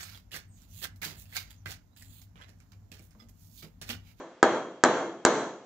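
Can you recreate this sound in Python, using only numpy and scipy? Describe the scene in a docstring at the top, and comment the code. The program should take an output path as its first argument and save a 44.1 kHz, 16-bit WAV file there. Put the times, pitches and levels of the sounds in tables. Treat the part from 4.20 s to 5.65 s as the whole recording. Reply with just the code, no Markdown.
"""Steel hammer on marble

A steel hammer strikes a lump of marble held on a stone block on a lab bench, in a reverberant classroom.
Struck modes and noise make a bright crack, a knock of the block and a thump of the bench; the head rings faintly.
One blow falls before time zero, so only its tail is heard; three follow. Shaped noise makes reverberation and hush.
The camera's stereo microphone overloads on the blows, and its gain control ducks and recovers as the room dies away."""
import sys
import numpy as np
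from scipy import signal
from scipy.io import wavfile

SR = 44100
rng = np.random.default_rng(int(sys.argv[2]) if len(sys.argv) > 2 else 0)


def log_audio(samples):
    """Write samples as a 16-bit WAV file to the path given in sys.argv[1]."""
    # one column per channel
    frames = np.atleast_2d(samples).T
    # limit to full scale, then quantise
    limited = np.clip(frames, -1, 1)
    pcm = np.round(limited * 32767).astype(np.int16)
    wavfile.write(sys.argv[1], SR, pcm)


N = 63945
LEAD = SR // 2  # samples of run-in before time zero
TIME = np.arange(N + LEAD) / SR


def from_db(db):
    """Decibels to gain."""
    return 10 ** (np.asarray(db) / 20)


def at_hz(points, hz):
    """Read a (frequency, value) table on a log-frequency axis."""
    hzs, values = np.transpose(points)
    return np.interp(np.log(hz), np.log(hzs), values)


def delayed(x, s):
    """The same sound, s seconds later."""
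    return np.apply_along_axis(lambda v: np.interp(TIME - s, TIME, v, left=0, right=0), -1, x)


def decay_db(t60):
    """A steady fall of 60 dB every t60 seconds, stopped at -240 dB."""
    return -60 * np.minimum(TIME / t60, 4)


def ring(modes, length=1):
    """Struck modes die exponentially; strengths vary from blow to blow and length stretches the decays."""
    spread_db = 3.05  # standard deviation of each mode's strength
    total = 0
    for hz, db, t60 in modes:
        level_db = db + spread_db * rng.standard_normal()
        total = total + from_db(level_db + decay_db(t60 * length)) * np.sin(2 * np.pi * hz * TIME)
    return total


def crack():
    """The steel face meets the marble: fast-dying modes tick, and high-passed noise is the crushed grains."""
    # crack of steel on marble: (frequency [Hz], mean level [dB], t60 [s])
    crack_modes = [(2810, -17, 0.0095), (3510, -29, 0.0069), (5340, -27.5, 0.012), (6230, -23, 0.0065),
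                   (7140, -5.5, 0.0036)]
    grit_db, grit_t60_s, grit_low_hz = -12.5, 0.022, 2580
    high_pass = signal.butter(2, grit_low_hz, "high", fs=SR, output="sos")
    grit = signal.sosfilt(high_pass, rng.standard_normal(len(TIME)))
    return ring(crack_modes) + grit * from_db(grit_db + decay_db(grit_t60_s))


def block_knock(length):
    """The stone block under the marble rings briefly in its own modes, just after the crack."""
    # modes of the stone block: (frequency [Hz], mean level [dB], t60 before stretching by length [s])
    block_modes = [(795, -20, 0.11), (988, -12, 0.048), (1283, -9.5, 0.037), (1572, -9.5, 0.026),
                   (1696, -8, 0.0095)]
    lag_s = 0.000254
    return -delayed(ring(block_modes, length), lag_s)


def bench_thump(length):
    """The bench top answers in lower modes, just after the crack."""
    # modes of the bench top: (frequency [Hz], mean level [dB], t60 before stretching by length [s])
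    bench_modes = [(256, -21.5, 0.066), (339.4, -9, 0.033), (417, -17, 0.069), (577, -34, 0.09)]
    lag_s = 0.0003
    return delayed(ring(bench_modes, length), lag_s)


def blow(crack_db, knock_db, thump_db, length):
    """Crack, knock and thump reach the microphones directly, then by early reflections."""
    # reflections from ceiling and board: (delay [s], crack gain [dB], knock gain [dB], thump gain [dB])
    echoes = [(.0098, -14, -16.5, -25.5), (0.0117, -20, -14, -14)]
    bench_low_hz = 140  # below this the bench top radiates little
    left_lag_s = 0.000015
    tick = from_db(crack_db) * crack()
    knock = from_db(knock_db) * block_knock(length)
    thump = from_db(thump_db) * bench_thump(length)
    high_pass = signal.butter(1, bench_low_hz, "high", fs=SR, output="sos")
    knock, thump = signal.sosfilt(high_pass, np.array([knock, thump]))
    near = tick + knock + thump
    for s, high_db, mid_db, low_db in echoes:
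        reflected = from_db(high_db) * tick + from_db(mid_db) * knock + from_db(low_db) * thump
        near = near + delayed(reflected, s)
    return np.array([delayed(near, left_lag_s), near])


def wavering_ring(hz, db, t60):
    """A long ring heard over many paths, so that its strength and phase wander."""
    waver_hz, waver_share = 9.9, 0.68  # corner of the wander; share of the ring's power that wanders
    pole = np.exp(-2 * np.pi * waver_hz / SR)
    noise = [1, 1j] @ rng.standard_normal((2, len(TIME) + LEAD))
    paths = signal.lfilter([1], [1, -2 * pole, pole * pole], noise)[LEAD:]  # drop the filter's start-up
    wander = np.sqrt(1 - waver_share) + np.sqrt(waver_share) * paths / paths.std()
    carrier = wander * np.exp(2j * np.pi * (hz * TIME + rng.random()))
    return from_db(db - 60 * TIME / t60) * carrier.real


def hammer_ring(off_centre):
    """The steel head rings on, differently at each microphone; where it lands decides which modes speak."""
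    # modes of the hammer head: (frequency [Hz], level within the ring for a centred blow [dB], t60 [s],
    # change when struck fully off-centre [dB])
    hammer_modes = [(2130, -2, .6, 0), (3246, 3, .68, -14), (3321, -8, .56, 6), (4005, -9, .55, 11),
                    (4075, -3, .42, -2), (8003, -14, .45, 12)]
    hammer_db = -36
    microphones = []
    for _ in range(2):
        rings = [wavering_ring(hz, db + off_centre * change_db, t60) for hz, db, t60, change_db in hammer_modes]
        microphones.append(sum(rings))
    return from_db(hammer_db) * np.array(microphones)


def build_up(hz):
    """The room fills quickly, the bass more slowly than the treble."""
    onset_s, build_s, build_cycles = 0.0058, 0.0023, 1.2
    return 1 - np.exp(-np.maximum(TIME - onset_s, 0) / (build_s + build_cycles / hz))


def diffuse_bands():
    """Third-octave bands of stereo noise, alike in the bass and unrelated in the treble: (Hz, noise)."""
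    # likeness of diffuse sound at the two microphones: (frequency [Hz], coherence [0-1])
    likeness = [(250, 0.99), (500, .98), (1000, .93), (2000, 0.73), (4000, 0.22), (8000, .1)]
    edges = 28 * 2 ** (np.arange(26) / 3)
    white = rng.standard_normal((2, 2, len(TIME)))  # neighbouring bands take turns with two noise pairs
    bands = []
    for k, (low, high) in enumerate(zip(edges, edges[1:])):
        band_pass = signal.butter(3, [low, high], "band", fs=SR, output="sos")
        mid, side = signal.sosfilt(band_pass, white[k % 2])
        hz = np.sqrt(low * high)
        alike = at_hz(likeness, hz)
        stereo = np.sqrt(1 + alike) * mid + np.sqrt(1 - alike) * side * [[1], [-1]]
        # turn the noise round so that the filter's start-up is not at the beginning
        bands.append((hz, np.roll(stereo, -LEAD // 2, axis=1)))
    return bands


def reverberation(same, treble_db):
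    """The room's answer to one blow: a diffuse wash that dies band by band, and a few wavering resonances."""
    # colour of the wash before overall scaling: (frequency [Hz], relative level [dB per Hz])
    wash_colour = [(40, -36), (80, -31), (125, -7.5), (200, 1), (350, 7.5), (600, 6.5), (1000, 4.5),
                   (1600, 1), (2300, -12), (3200, -14), (4000, -14), (5000, -26), (6500, -13.5),
                   (8000, -35.5)]
    # decay of the wash: (frequency [Hz], t60 [s])
    wash_t60 = [(100, 0.67), (400, 0.69), (1000, 0.56), (2000, 0.53), (4000, 0.53), (7500, 0.59)]
    # room resonances, wavering tones within the wash: (frequency [Hz], level [dB], t60 [s])
    room_modes = [(238.4, -29, 0.45), (336.3, -29, 0.75), (440, -49, 0.58), (510.3, -27, 0.68),
                  (617, -22.5, 0.44), (659, -26, 0.53), (881, -35, 0.58)]
    wash_db = -17
    same_share = 0.63  # share of the wash's power that repeats from blow to blow
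    wash, steady = 0, 0
    for (hz, common), (_, own) in zip(same, diffuse_bands()):
        mixed = np.sqrt(same_share) * common + np.sqrt(1 - same_share) * own
        band = from_db(at_hz(wash_colour, hz)) * mixed
        steady = steady + band  # the wash without build-up or decay sets its level
        treble_share = at_hz([(2500, 0.16), (6000, 0.78)], hz)
        fade_db = treble_db * treble_share - 60 * TIME / at_hz(wash_t60, hz)
        wash = wash + band * build_up(hz) * from_db(fade_db)
    resonances = sum(build_up(hz) * wavering_ring(hz, db, t60) for hz, db, t60 in room_modes)
    return from_db(wash_db) * wash / steady.std() + resonances


def room_noise():
    """A faint steady hush: diffuse noise bands weighted to the colour of the room."""
    # colour of the hush before overall scaling: (frequency [Hz], relative level [dB per Hz])
    hush_colour = [(30, -14.5), (100, 2), (400, 5.5), (1000, 3.5), (2500, -3.5), (8000, -15)]
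    hush_db = -60.5  # RMS level ahead of the stereo balance and gain control
    hush = sum(from_db(at_hz(hush_colour, hz)) * band for hz, band in diffuse_bands())
    return from_db(hush_db) * hush / hush.std()


def scene():
    """The blows in the classroom over its hush, with the run-in ahead of them cut off."""
    # hammer blows: (time [s], force [dB], crack [dB], knock [dB], thump [dB], ring length [factor],
    # reverberation [dB], reverberant treble before weighting by band [dB], off-centre [0-1])
    blows = [(-0.185, -7, -3, 2, 0, 2.4, 1, 0, 0.54), (0.2286, 0, -2.5, 0.5, 0.5, 1.4, 0.44, -3, 0.14),
             (0.6378, 0.5, 0, 0, -2, 1.25, 3, 0, 0.24), (1.0508, 1, 1, -4, 1.5, 0.94, 0.3, 5.5, 0.78)]
    pan_db = 0.07  # left raised and right lowered by this much
    same = diffuse_bands()
    out = room_noise()
    for s, force_db, crack_db, knock_db, thump_db, length, room_db, treble_db, off_centre in blows:
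        sound = blow(crack_db, knock_db, thump_db, length) + hammer_ring(off_centre)
        sound = sound + from_db(room_db) * reverberation(same, treble_db)
        start_s = round(s * SR + LEAD) / SR  # on a whole sample
        out = out + from_db(force_db) * delayed(sound, start_s)
    return out[:, LEAD:] * from_db([[pan_db], [-pan_db]])


def record(dry):
    """Gain control ducks after each peak and recovers; peaks overload; the top is cut."""
    threshold_db, release_db_per_s, attack_s = -3.5, 53, 0.02
    ceiling_db, cutoff_hz = -0.8, 8700  # soft overload ceiling; 75 dB down from the cutoff upwards
    peak_db = 20 * np.log10(np.abs(dry).max(axis=0) + 1e-9)  # the louder channel steers both
    over_db = np.maximum(peak_db - threshold_db, 0)
    ramp = release_db_per_s * TIME[:N]
    held_db = np.maximum.accumulate(over_db + ramp) - ramp  # hold each peak, releasing along the ramp
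    pole = np.exp(-1 / (attack_s * SR))
    duck_db = signal.lfilter([1 - pole], [1, -pole], held_db)
    x = dry * from_db(-duck_db)
    x = x / (1 + (x / from_db(ceiling_db)) ** 6) ** (1 / 6)
    return signal.sosfilt(signal.cheby2(20, 75, cutoff_hz, fs=SR, output="sos"), x)


dry = scene()
out = record(dry)
log_audio(out)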